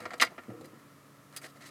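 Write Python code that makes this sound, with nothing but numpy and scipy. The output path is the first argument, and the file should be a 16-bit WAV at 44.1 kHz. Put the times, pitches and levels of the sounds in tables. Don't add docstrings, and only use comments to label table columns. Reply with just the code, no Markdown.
import sys
import numpy as np
from scipy import signal
from scipy.fft import rfft, irfft
from scipy.io import wavfile
from scipy.ndimage import uniform_filter1d

SR = 44100
rng = np.random.default_rng(int(sys.argv[2]) if len(sys.argv) > 2 else 0)


def gain_from_db(level_db):
    decades = np.asarray(level_db, float) / 20
    return 10 ** decades


def output_pcm(signal):
    pcm = np.clip(np.atleast_2d(signal).T, -1, 1) * 32767
    wavfile.write(sys.argv[1], SR, np.round(pcm).astype(np.int16))


N = 74970


def colour(x, points):
    hz, db = np.array(points, float).T
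    f = np.maximum(np.fft.rfftfreq(len(x), 1 / SR), 1)
    gain = gain_from_db(np.interp(np.log(f), np.log(hz), db))
    return irfft(rfft(x) * gain, len(x))


def unit(x, seconds):
    start = x[:int(seconds * SR) + 1]
    return x / np.sqrt(np.mean(start ** 2) + 1e-18)


def band(x, edges_hz):
    return signal.sosfilt(signal.butter(3, edges_hz, "band", fs=SR, output="sos"), x)


def ring(x, modes):
    scatter_db = 2.5 * rng.standard_normal(len(modes))
    out = 0
    for (hz, db, t60), extra_db in zip(modes, scatter_db):
        pole = np.exp(2j * np.pi * hz / SR - np.log(1000) / (t60 * SR))
        mode = signal.lfilter([1], [1, -pole], x).imag
        out = out + gain_from_db(db + extra_db) / np.sqrt(t60) * mode
    return out


def add(track, t, x):
    i = max(int(t * SR), 0)
    track[i:i + len(x)] += x[:N - i]


def walk(rate):
    hold = int(SR / rate)
    steps = np.repeat(rng.standard_normal(N // hold + 1), hold)
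    return 1.3 * uniform_filter1d(uniform_filter1d(steps, hold), hold)[:N]


# f/Hz, relative level/dB per Hz
MURMUR_SHAPE = [(35, -38), (60, -9), (115, 0), (142, -6.5), (188, -2), (285, -4.5), (377, -8), (424, -9),
                (573, -7.5), (832, -15.5), (1000, -9.5), (1320, -5), (1520, -17), (1790, -12),
                (2660, -20.5), (13600, -25), (15600, -33)]
# t/s, level/dB
MURMUR_SWELL = [(0, 9), (.2, 5), (.45, 3.5), (0.699, 2.5), (1, 1), (1.3, 0.5), (1.5, 0.5), (1.7, 4)]
FLOOR_DB = -59


def floor():
    noise = unit(colour(rng.standard_normal(N), MURMUR_SHAPE), N / SR)
    swell_db = np.interp(np.arange(N) / SR, *np.array(MURMUR_SWELL, float).T)
    f, spectrum = np.fft.rfftfreq(N, 1 / SR), rfft(noise)
    murmur = irfft(spectrum * (f < 3200), N)
    hiss = irfft(spectrum * (f >= 3200), N)
    return gain_from_db(FLOOR_DB) * (gain_from_db(swell_db) * murmur + hiss)


# multiple of the fundamental, rms level/dB before wavering
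PUMP_HARMONICS = [(1, -62.5), (2, -66), (3, -74), (4, -79.5), (5, -88)]
HUM_HZ, HUM_WAVER = 142.4, 0.0057
HUM_START_S, HUM_RISE_S = 0.596, 0.19


def hum():
    t = np.arange(N) / SR
    pitch_hz = HUM_HZ * (1 + HUM_WAVER * walk(6.47))
    phase = 2 * np.pi * np.cumsum(pitch_hz) / SR
    tones = 0
    for k, db in PUMP_HARMONICS:
        level = gain_from_db(db + 1.6 * walk(7.7)) * np.sqrt(2)
        tones = tones + level * np.sin(k * phase + k * k)
    return tones * np.clip((t - HUM_START_S) / HUM_RISE_S, 0, 1)


# f/Hz, relative level/dB, t60/s
DASH_MODES = [(119, 2, 0.21), (149, -1.5, 0.17), (234, -2.5, 0.087), (309.2, 6, 0.1), (342, -1.5, 0.041),
              (444.5, 1.5, 0.11), (471, 1.5, 0.12), (516.3, 0, 0.091), (722, -8, 0.11), (1285, 6, 0.052)]
# t/s, peak level/dB, push length/s
DASH_THUDS = [(.482, -35.5, 0.00067), (.490, -34.5, 0.0021), (.512, -42, 0.00095), (.530, -50, 0.00074),
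              (.548, -52.5, 0.0017), (.572, -48, 0.0014), (.600, -39.5, 0.0026), (.612, -40.5, 0.0014),
              (.640, -47.5, .0015), (.655, -44.5, 0.00053), (.680, -51.5, 0.0032), (.705, -57, 0.00094),
              (.730, -45.5, 0.0016), (.757, -71, 0.0017)]


def thuds():
    out, t = np.zeros(N), np.arange(16384) / SR
    for s, db, length in DASH_THUDS:
        push = np.sin(np.pi * np.clip(t / length, 0, 1))
        stir = 2.0 * rng.standard_normal(len(t)) * np.exp(-t / 0.033) * (t > length)
        body = band(ring(push + stir, DASH_MODES), (130, 800))
        add(out, s, gain_from_db(db) * body / abs(body).max())
    return out


# f/Hz, relative level/dB, t60/s
HOUSING_MODES = [(1052, -17, 0.074), (1116, -8, 0.09), (1320, 1.5, 0.028), (1397, 12, 0.09),
                 (1670, -15, 0.058), (1882, 11.5, 0.043), (1960, 6, .03), (1990, 7.5, 0.014),
                 (2164, 18, 0.0083), (2393, 4, 0.023), (2784, 5, 0.027)]
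METAL_MODES = [(3460, -22, 0.042), (4126, 1, 0.031), (4524, 0, 0.0067), (4800, 3, 0.056),
               (5320, 4.5, 0.0067), (6600, -12, 0.005), (8280, -2.5, .015), (9920, -6.5, 0.0069),
               (11290, -4.5, 0.0051)]
PANEL_MODES = [(297, -5.5, 0.18), (391, 3.5, 0.0444), (494, 5, 0.088), (635, 3, 0.045), (680, 13, 0.013)]
# f/Hz, relative level/dB per Hz
HOUSING_NOISE = [(500, -58.5), (900, -17.5), (1250, 8), (1550, -1), (1900, 1.5), (2500, -10), (3500, -23)]
METAL_NOISE = [(1470, -13), (2500, -3), (4800, -5), (5870, 1), (10900, -8), (15300, -10.5), (16000, -39)]
HOUSING_NOISE_DB, METAL_NOISE_DB = -5, 3
GRIT_DB, GRIT_S, GRAIN_DB = 2, .0008, 2.5


def contact(shape, metal_shape, seconds, tilt_db, housing_tilt_db=0, panel_tilt_db=0):
    noise = rng.standard_normal((4, len(shape)))
    k = int(GRIT_S * SR)
    grit = gain_from_db(GRIT_DB * np.sqrt(k) * uniform_filter1d(noise[3], k))
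    grains = gain_from_db(GRAIN_DB * rng.exponential(size=(3, len(shape))))
    a, b, c = noise[:3] * grains
    a = colour(a, [(800, -housing_tilt_db), (3200, housing_tilt_db)])
    b = colour(b, [(4000, 0), (16000, 2 * tilt_db)])
    c = colour(c, [(225, -panel_tilt_db), (900, panel_tilt_db)])
    shape, metal_shape = shape * grit, metal_shape * grit

    housing = unit(ring(shape * a, HOUSING_MODES), seconds)
    housing = housing + gain_from_db(HOUSING_NOISE_DB) * unit(shape * colour(a, HOUSING_NOISE), seconds)
    metal = unit(ring(metal_shape * b, METAL_MODES), seconds)
    metal = metal + gain_from_db(METAL_NOISE_DB) * unit(metal_shape * colour(b, METAL_NOISE), seconds)
    panel = ring(shape * c, PANEL_MODES)

    parts = (housing, (800, 3200)), (metal, (2600, 15800)), (panel, (220, 900))
    return [unit(band(x, edges_hz), seconds) for x, edges_hz in parts]


# t/s, length/s, metal tilt/dB per octave,
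# then rms level/dB of housing, metal, panel
KEY_RUBS = [(0, 0.059, 0.5, -53, -63.5, -54), (0.059, .035, -7, -59, -68, -58),
            (.115, 0.027, 1, -56, -64, -51), (0.256, 0.1, -4, -66, -80, -68),
            (1.331, 0.059, 6, -58, -64.5, -67), (1.428, 0.04, 2.5, -53, -53, -57.5),
            (1.476, 0.032, 3.5, -75, -64.5, -76), (1.604, 0.039, -2, -56, -59.5, -66),
            (1.646, 0.047, 2.5, -57.5, -57, -73)]


def rubs():
    out, t = np.zeros(N), np.arange(8192) / SR
    for s, length, tilt_db, *levels_db in KEY_RUBS:
        shape = np.clip(t / 0.0043, 0, 1) * gain_from_db(-60 * np.maximum(t - length, 0) / 0.034)
        parts = contact(shape, shape, length, tilt_db)
        add(out, s, sum(gain_from_db(db) * part for db, part in zip(levels_db, parts)))
    return out


# t/s, housing peak level/dB, metal rms level/dB,
# panel rms level/dB, rattle length/s, metal tilt/dB per octave, housing tilt/dB per octave
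LOCK_CLICKS = [(.003, -43.5, -55.5, -51, 0.0031, 0, -1), (.020, -60, -63, -59, 0.0094, 3, -9.5),
               (.054, -28, -51.5, -43, 0.007, -9.5, -5), (0.1054, -32.5, -56.5, -61, 0.003, -9, 0),
               (.113, -41, -64, -53, 0.0099, -5, -9), (0.1343, -32.5, -51, -46, 0.0076, -4, -3.5),
               (0.18, -57, -60.5, -57, 0.0037, 4, 5), (0.199, -18, -35, -43, 0.011, -9.5, 14.5),
               (.212, -18.5, -28, -37.5, 0.012, 0, 0), (.219, -12, -26, -39.5, .004, -12.5, 9),
               (.224, -9.5, -34.5, -43.5, 0.002, -1, -1), (.232, -13.5, -43, -40.5, 0.0038, 10.5, 0),
               (.249, -36, -45.5, -47.5, 0.0027, 0.5, -7), (.267, -35.5, -54, -52, 0.0075, -9, 14),
               (.306, -58, -68, -58, 0.0027, -3, -3), (.318, -53.5, -75, -51.5, 0.0037, -3, 5),
               (.380, -37, -65, -47, 0.011, -9, 4), (0.435, -49.5, -70, -70, 0.0032, -3, 0),
               (.500, -48, -73, -52, 0.0076, -1, 0), (.610, -66, -62, -57, 0.0029, 1, 3),
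               (.644, -46.5, -60.5, -65, 0.0075, 0, 5.5), (.656, -55, -60.5, -65, 0.0029, 8, 1),
               (.793, -55, -74, -78, .006, -3, -1), (1.327, -51.5, -64.5, -69, 0.0045, -1, -11),
               (1.364, -40, -40.5, -63, 0.0099, 6, 8), (1.415, -43.5, -57, -66, 0.011, 8, 4),
               (1.4417, -37, -69, -53, .004, 10, 10.5), (1.558, -51, -67, -61.5, 0.013, 2, 0),
               (1.621, -51, -62, -65.5, 0.0036, 0, 18), (1.662, -50, -55, -75, 0.006, 2.5, 9)]
RATTLE_T60_S, METAL_T60_S = 0.034, 0.044
STRIKE_DB, STRIKE_S = 5.5, .001
DEEP_BLOW_DB, PANEL_TILT_PER_DB = -19.5, 0.17


def clicks():
    out, t = np.zeros(N), np.arange(8192) / SR
    for s, housing_db, metal_db, panel_db, length, *tilts_db in LOCK_CLICKS:
        after = np.maximum(t - length, 0)
        strike_db = STRIKE_DB * np.exp(-t / STRIKE_S)
        shape = gain_from_db(strike_db - 60 * after / RATTLE_T60_S)
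        metal_shape = gain_from_db(strike_db - 60 * after / METAL_T60_S)
        panel_tilt_db = PANEL_TILT_PER_DB * (DEEP_BLOW_DB - housing_db)
        housing, metal, panel = contact(shape, metal_shape, .015, *tilts_db, panel_tilt_db)
        click = gain_from_db(housing_db) * housing / abs(housing).max()
        add(out, s, click + gain_from_db(metal_db) * metal + gain_from_db(panel_db) * panel)
    return out


CABIN_DB, CABIN_T60_S, CABIN_HZ = -17, 0.11, 3960


def cabin(near):
    t = np.arange(8192) / SR
    tail = rng.standard_normal(len(t)) * gain_from_db(-60 * t / CABIN_T60_S) * (t > .003)
    tail = signal.lfilter(*signal.butter(1, CABIN_HZ, fs=SR), tail)
    wet = signal.fftconvolve(near, tail / np.sqrt(np.sum(tail ** 2)))[:N]
    return gain_from_db(CABIN_DB) * wet


def scene():
    near = clicks() + rubs() + thuds()
    return (near + cabin(near) + hum() + floor())[None]


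def low_pass(x):
    return signal.sosfilt(signal.butter(12, 16630, fs=SR, output="sos"), x)


def record(dry):
    mix = signal.sosfilt(signal.butter(3, 98, "high", fs=SR, output="sos"), dry)
    return low_pass(mix)


dry = scene()
out = record(dry)
output_pcm(out)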